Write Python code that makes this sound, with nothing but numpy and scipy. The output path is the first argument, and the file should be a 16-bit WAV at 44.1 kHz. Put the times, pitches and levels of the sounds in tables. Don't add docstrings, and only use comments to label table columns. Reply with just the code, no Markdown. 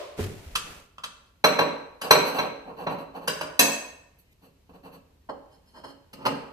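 import sys
import numpy as np
from scipy import signal
from scipy.fft import rfft, irfft
from scipy.io import wavfile
from scipy.ndimage import uniform_filter1d

SR = 44100
rng = np.random.default_rng(int(sys.argv[2]) if len(sys.argv) > 2 else 0)


def generate_wav(sig):
    pcm = np.round(np.clip(np.atleast_2d(sig).T, -1, 1) * 32767).astype(np.int16)
    wavfile.write(sys.argv[1], SR, pcm)


N = 287884
SIZE = 2 ** 15
HZ, AGE, TIME = np.fft.rfftfreq(SIZE, 1 / SR), np.arange(SIZE) / SR, np.arange(N) / SR

# f/Hz, level/dB
AIR_COLOUR = [(12, -21), (20, -9), (70, 2), (119, -6), (1370, -27), (3160, -26.5), (3440, -30.5),
              (4060, -27.5), (4940, -30.5), (10200, -36.5), (13400, -32), (15400, -52.5)]
SWISH_COLOUR = [(60, 13), (200, 10), (450, 7.5), (600, 9), (1100, 2), (2200, 3.5), (4000, -2.5), (8000, -6),
                (12500, -9.5), (15000, -12)]
BLOW_COLOUR = [(40, -25), (100, -16), (160, -5.5), (350, -0.5), (600, 5), (1200, 3.5), (2000, -4),
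               (3400, -9.5), (7000, -22.5), (9300, -22.5), (13000, -24.5), (15500, -37)]
# f/Hz, t60/s (time to fade by 60 dB), level/dB
ROOM_ECHO = [(100, 0.3, 8.5), (252, 0.61, 8), (650, 0.71, -3), (1860, 0.69, -4), (4560, 0.58, -5.5),
             (7900, 0.55, -4.5), (12800, 0.47, -12.5)]
# f/Hz, level/dB
BALANCE = [(120, 6.5), (250, -2.5), (500, -3.5), (1000, -1.5), (2000, 0.1), (8000, 0)]
# t/s, length/s, level/dB
SWISHES = [(0.162, 0.078, -38), (0.276, 0.52, -51.5), (0.607, .1, -51)]
# t/s, level/dB, f/Hz, rise/s, t60/s
FLOOR_BOOMS = [(0.195, -18.5, 94, 0.019, 0.28), (.2, -39.5, 49, 0.0089, 0.58),
               (.462, -21.5, 72.8, 0.02, 0.1), (0.519, -35.5, 40.5, 0.01, 0.33)]

# t/s, length/s, strength/dB, sharpness/dB
FOOTFALL = [(.185, 0.018, 0.5, 4), (.222, 0.1, -13.5, 7.5)]
TAPS = [(.552, 0.011, -5, 7), (.981, 0.0038, -15.5, -20.5), (1.035, 0.012, -11, 0)]
KNOCKS = [(1.44, 0.014, 19.33, -1), (1.587, 0.012, 13.94, 0), (1.612, 0.007, 9.1, -8.5),
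          (2.107, 0.01, 20.96, 3.5), (2.153, .008, 8.9, 0.5), (2.383, 0.019, 7.64, 9),
          (2.866, 0.01083, 6.8, -7)]
SCRAPES = [(2.03, 0.041, 4.5, 11.5), (2.245, 0.064, 5, 19.5), (2.33, 0.069, 9, 14), (2.405, 0.059, 7, 1),
           (2.655, 0.064, 0.5, -17), (2.765, 0.074, 2.5, 0.5), (2.89, 0.05, 7, 0), (2.97, 0.05, -1.5, -1),
           (3.14, 0.046, 1, -2.5), (3.205, 0.054, -5, -4), (4.184, 0.019, -58, 16), (4.415, 0.054, -22, 0),
           (4.692, .0083, -18, -15), (4.73, 0.038, -15.5, -8), (4.83, 0.052, -8.5, -2.5),
           (4.915, 0.047, -14.5, 2.5)]
GRAZES = [(2.013, 0.013, -3, 4), (3.274, .011, 6, 3), (3.41, .0085, 4, -9)]
CLINKS = [(3.592, .006, 12.7, 0.0069)]
DRAGS = [(5.289, 0.011, 4, -12.5), (5.5, 0.066, -32, -0.5), (5.65, .084, -35.5, 1), (5.735, 0.07, -12, -1),
         (5.834, .02, -6.5, 1), (5.86, .055, -14.5, 2.5)]
SETTLING = [(6.130, 0.013, -19.5, -3.5), (6.165, .21, -4, -19), (6.252, .022, 11, 2.5)]

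# f/Hz, width/Hz, level/dB
HOLLOW_MODES = [(396, 103, -12), (592, 106, -4.5), (1050, 380, -19), (2240, 3700, -28.5)]
FLOOR_MODES = [(99, 51, 27.5), (193.6, 46, 16), (376, 220, 15.5), (428, 48, 12.5)]
SHELF_MODES = [(167, 42, 7.5), (228, 20, 7), (276.3, 20, 9), (466.6, 120, 6), (561, 31, 10.5),
               (616, 15, 10.5), (755, 11, 6), (996, 110, 5.5), (1116, 19, 8), (1610, 150, 3.5)]
# f/Hz, width/Hz, level/dB
TAP_MODES = [(1087, 490, 14), (1350, 140, 15), (2630, 96, 16.5), (3117, 300, 10), (3900, 150, 8.5),
             (4740, 1600, 7.5), (6210, 370, 18), (7243, 400, 14.5), (8100, 250, 19), (10010, 1800, 13),
             (11450, 170, 14), (13710, 680, 13)]
KNOCK_MODES = [(985.6, 98, 2.4), (1332, 50, 5), (1720, 19, 2.2), (2236, 71, 9.5), (2450, 360, 10),
               (2709, 40, 18), (4019, 110, 26.3), (4098, 210, 21), (5805, 140, 18.9), (6160, 200, 15.5),
               (7910, 170, 18), (8700, 130, 12), (11130, 120, 17), (11470, 150, 24), (11940, 130, 6.9),
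               (12910, 240, 21), (13360, 120, 15), (14550, 240, 22)]
SCRAPE_MODES = [(880, 480, 4), (2767, 480, 15), (3980, 130, 16), (4354, 360, 19), (6106, 380, 14),
                (7970, 160, 18), (10930, 164, 14), (11750, 260, 24), (12200, 600, 17), (13100, 930, 13)]
GRAZE_MODES = [(1514, 190, 7), (1710, 130, 5.6), (2884, 520, 8), (4000, 160, 9), (4545, 170, 11),
               (4860, 130, 15), (5500, 340, 9), (6230, 170, 20), (7920, 380, 11), (9930, 450, 11),
               (12040, 240, 13)]
CLINK_MODES = [(690, 90, 11), (930, 159, 7.6), (1833, 90, 10), (2563, 160, 16), (3275, 140, 10),
               (4085, 300, 12), (4700, 1200, 7), (6000, 220, 17), (6326, 130, 19), (7170, 130, 17),
               (7850, 98, 20), (8450, 570, 8), (9930, 260, 14), (10760, 260, 15), (11530, 170, 11),
               (11950, 400, 13), (13040, 90, 12), (13750, 500, 13)]
DRAG_MODES = [(962, 400, 8.6), (1370, 190, 5.8), (1700, 390, 11.4), (2950, 170, 16), (3100, 160, 24),
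              (4300, 270, 26.6), (5070, 200, 26.4), (6340, 210, 17), (7500, 350, 15.4), (8100, 240, 19),
              (10000, 380, 16), (11000, 330, 13), (11500, 360, 15), (14100, 260, 19)]
SETTLE_MODES = [(870, 130, 8.4), (1270, 160, 7.1), (1890, 700, 1.9), (2800, 470, 12), (4350, 380, 17),
                (5030, 340, 14.4), (6000, 210, 10), (6250, 180, 15.7), (7600, 300, 10), (8100, 380, 14.4),
                (10080, 220, 18), (11400, 770, 11), (12200, 460, 15), (13600, 350, 15), (14300, 220, 14)]

BAND_EDGES = [100, 350, 1800, 7000, 15000]
# thud/dB, knock/dB, clink/dB, tick/dB
STEP_TONE = (9, 3, -12.5, -38)
TAP_TONE = (-20, -2, 9, -3.5)
KNOCK_TONE = (-8, 0.5, -8, -42.5)
SCRAPE_TONE = (-13.5, -1.5, -17, -23.5)
GRAZE_TONE = (-20, -0.5, -2, -7.5)
CLINK_TONE = (-13, -1, 7.5, 4.5)
DRAG_TONE = (-16, 0.5, -12.5, -26)
SETTLE_TONE = (-5, 1, -2, -12)
# thud/dB, knock/dB, clink/dB, tick/dB
LANDING_GROWTH = (0.401, 1.001, 1.3, 2.4)
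SLIDING_GROWTH = (.48, 1, 0.53, 0.29)
# thud/dB, knock/dB, clink/dB, tick/dB
SHARPNESS_LIFT = (0, 0.051, 0.6, 0.9)


def amp(db):
    return 10 ** (np.asarray(db) / 20)


def look_up(points, hz, column=1):
    points = np.asarray(points, float)
    return np.interp(np.log(hz + 1), np.log(points[:, 0] + 1), points[:, column])


def unit(x):
    return x / np.sqrt(np.mean(np.sum(x ** 2, -1)) + 1e-20)


def fade(t, t60):
    return np.exp(-np.log(1000) * t / t60)


def add(mix, s, sound):
    part = mix[:, max(round(s * SR), 0):][:, :sound.shape[-1]]
    part += sound[..., :part.shape[1]]


def peaks(modes, hz):
    return sum(amp(db) ** 2 / (1 + ((hz ** 2 - f ** 2) / (width * hz + 1e-9)) ** 2) ** 2
               for f, width, db in modes)


def diffuse(size, alike_hz=420):
    hz = np.fft.rfftfreq(size, 1 / SR)
    left, other = rfft(rng.standard_normal((2, size)))
    alike = 1 / (1 + (hz / alike_hz) ** 2)
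    return np.array([left, alike * left + np.sqrt(1 - alike ** 2) * other])


def noise(colour):
    hz = np.fft.rfftfreq(N, 1 / SR)
    return unit(irfft(diffuse(N) * colour(hz), N)) * np.sqrt(N)


def room_air(level_db=-62.5):
    return amp(level_db) * noise(lambda hz: amp(look_up(AIR_COLOUR, hz)))


def hollow_ring(level_db=-35, t60=0.81):
    return amp(level_db) * noise(lambda hz: np.sqrt(peaks(HOLLOW_MODES, hz))) * fade(TIME, t60)


def soft_swishes(attack_s=.04, t60=0.33, grain_db=1.5):
    rub = np.zeros(N)
    for s, length, db in SWISHES:
        swell = np.clip((TIME - s) / attack_s, 0, 1)
        rub += amp(db) * swell * fade(np.maximum(TIME - s - length, 0), t60)
    catches = unit(uniform_filter1d(rng.standard_normal(N), size=200)) * np.sqrt(N)
    return rub * amp(grain_db * catches) * noise(lambda hz: amp(look_up(SWISH_COLOUR, hz)))


def room_echo(build_s=0.004):
    hz, t, spectra = signal.stft(irfft(diffuse(SIZE)), SR, nperseg=256)
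    t60 = look_up(ROOM_ECHO, hz)[:, None]
    level = amp(look_up(ROOM_ECHO, hz, column=2))[:, None]
    same_energy = np.sqrt(2 * np.log(1000) / (t60 * SR))
    _, echo = signal.istft(spectra * fade(t, t60) * level * same_energy, SR, nperseg=256)
    return echo[:, :SIZE] * (1 - np.exp(-AGE / build_s))


def chatter(length, skips_per_s=4500, uneven_db=2.0, first_force=0.045):
    progress = AGE / length
    force = (first_force + progress) * np.exp(-2 * progress ** 2)
    skips = rng.random(SIZE) < skips_per_s / SR
    return unit(force * skips * rng.choice([-1, 1], SIZE) * amp(uneven_db * rng.standard_normal(SIZE)))


def body_gain(modes, ripple_db=3.0):
    ripple = signal.fftconvolve(rng.standard_normal(len(HZ)), unit(np.hanning(81)), "same")
    colour_db = look_up(BLOW_COLOUR, HZ) + ripple_db * ripple * HZ / (HZ + 1500)
    return amp(colour_db) * np.sqrt(1 + peaks(modes, HZ))


def causal(gain):
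    log_gain = np.log(np.maximum(gain, gain.max() * 1e-5))
    mirrored = np.concatenate([log_gain, log_gain[-2:0:-1]])
    return np.exp(np.conj(signal.hilbert(mirrored)))[:len(gain)]


def struck_body(gain, blow, wanted_db):
    lows, highs = np.array(BAND_EDGES[:-1]), np.array(BAND_EDGES[1:])
    power = abs(gain * blow) ** 2
    band_db = [10 * np.log10(np.mean(power * (HZ > lo) * (HZ < hi))) for lo, hi in zip(lows, highs)]
    boosts = np.c_[np.sqrt(lows * highs), wanted_db - band_db]
    return blow * causal(gain * amp(look_up(boosts, HZ)))


def free_ring(modes, t60):
    phases = rng.uniform(0, 2 * np.pi, (len(modes), 2, 1))
    return unit(sum(np.sin(2 * np.pi * f * AGE + phase) * fade(AGE, t60 / (1 + f / 12000))
                    for (f, _, _), phase in zip(modes, phases)))


def contacts(rows, tone_db, modes, level_db, room_db, cabinet_db, ring_db,
             growth=1, support=SHELF_MODES, cabinet_t60=0.13, ring_t60=.38):
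    direct = np.zeros((2, SIZE))
    direct[0, 8] = direct[1, 0] = 1
    cabinet = unit(irfft(diffuse(SIZE)) * fade(AGE, cabinet_t60))
    arrivals = direct + amp(cabinet_db) * cabinet + amp(room_db) * room_echo()
    arrivals += amp(ring_db) * free_ring(modes, ring_t60)
    path = rfft(unit(arrivals)) * amp(look_up(BALANCE, HZ) * np.array([[.5], [-.5]]))
    gain = body_gain(modes + support)
    fade_out = np.minimum(1, 10 * (1 - AGE / AGE[-1]))
    out = np.zeros((2, N))
    for s, length, strength_db, sharp_db in rows:
        wanted_db = tone_db + strength_db * np.array(growth) + sharp_db * np.array(SHARPNESS_LIFT)
        blow = rfft(chatter(length))
        blow /= np.sqrt(abs(blow) + 1e-9)
        add(out, s, fade_out * irfft(path * struck_body(gain, blow, wanted_db)))
    return amp(level_db) * out


def footstep():
    out = contacts(FOOTFALL, STEP_TONE, FLOOR_MODES, level_db=-10, room_db=-5, cabinet_db=-11.5,
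                   ring_db=-31.5, growth=SLIDING_GROWTH, support=[])
    for s, db, hz, rise, t60 in FLOOR_BOOMS:
        envelope = (1 - np.exp(-AGE / rise)) * fade(AGE, t60)
        add(out, s, amp(db) * envelope * np.sin(2 * np.pi * hz * AGE))
    return out


def taps():
    return contacts(TAPS, TAP_TONE, TAP_MODES, level_db=0.5, room_db=0.5, cabinet_db=-1, ring_db=-45)


def knocks():
    return contacts(KNOCKS, KNOCK_TONE, KNOCK_MODES, level_db=-2.5, room_db=3.5, cabinet_db=-4,
                    ring_db=-34, growth=LANDING_GROWTH, ring_t60=.45)


def scrapes():
    return contacts(SCRAPES, SCRAPE_TONE, SCRAPE_MODES, level_db=-3.5, room_db=2, cabinet_db=2.5,
                    ring_db=-43.5, growth=SLIDING_GROWTH)


def grazes():
    return contacts(GRAZES, GRAZE_TONE, GRAZE_MODES, level_db=-2, room_db=4.5, cabinet_db=-3,
                    ring_db=-48.5, ring_t60=.25)


def clink():
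    return contacts(CLINKS, CLINK_TONE, CLINK_MODES, level_db=-1.5, room_db=7.5, cabinet_db=1,
                    ring_db=-48.5, ring_t60=.25)


def drags():
    return contacts(DRAGS, DRAG_TONE, DRAG_MODES, level_db=-3, room_db=2.5, cabinet_db=2.5,
                    ring_db=-42, growth=SLIDING_GROWTH)


def settling():
    return contacts(SETTLING, SETTLE_TONE, SETTLE_MODES, level_db=-2.5, room_db=1, cabinet_db=-3,
                    ring_db=-41, growth=SLIDING_GROWTH)


def scene():
    dishes = taps() + knocks() + scrapes() + grazes() + clink() + drags() + settling()
    return dishes + footstep() + soft_swishes() + hollow_ring() + room_air()


def record(dry):
    low_pass = signal.firwin(301, 15300, window=("kaiser", 8), fs=SR)
    return signal.oaconvolve(np.clip(dry, -1, 1), low_pass[None], "same", axes=1)


dry = scene()
out = record(dry)
generate_wav(out)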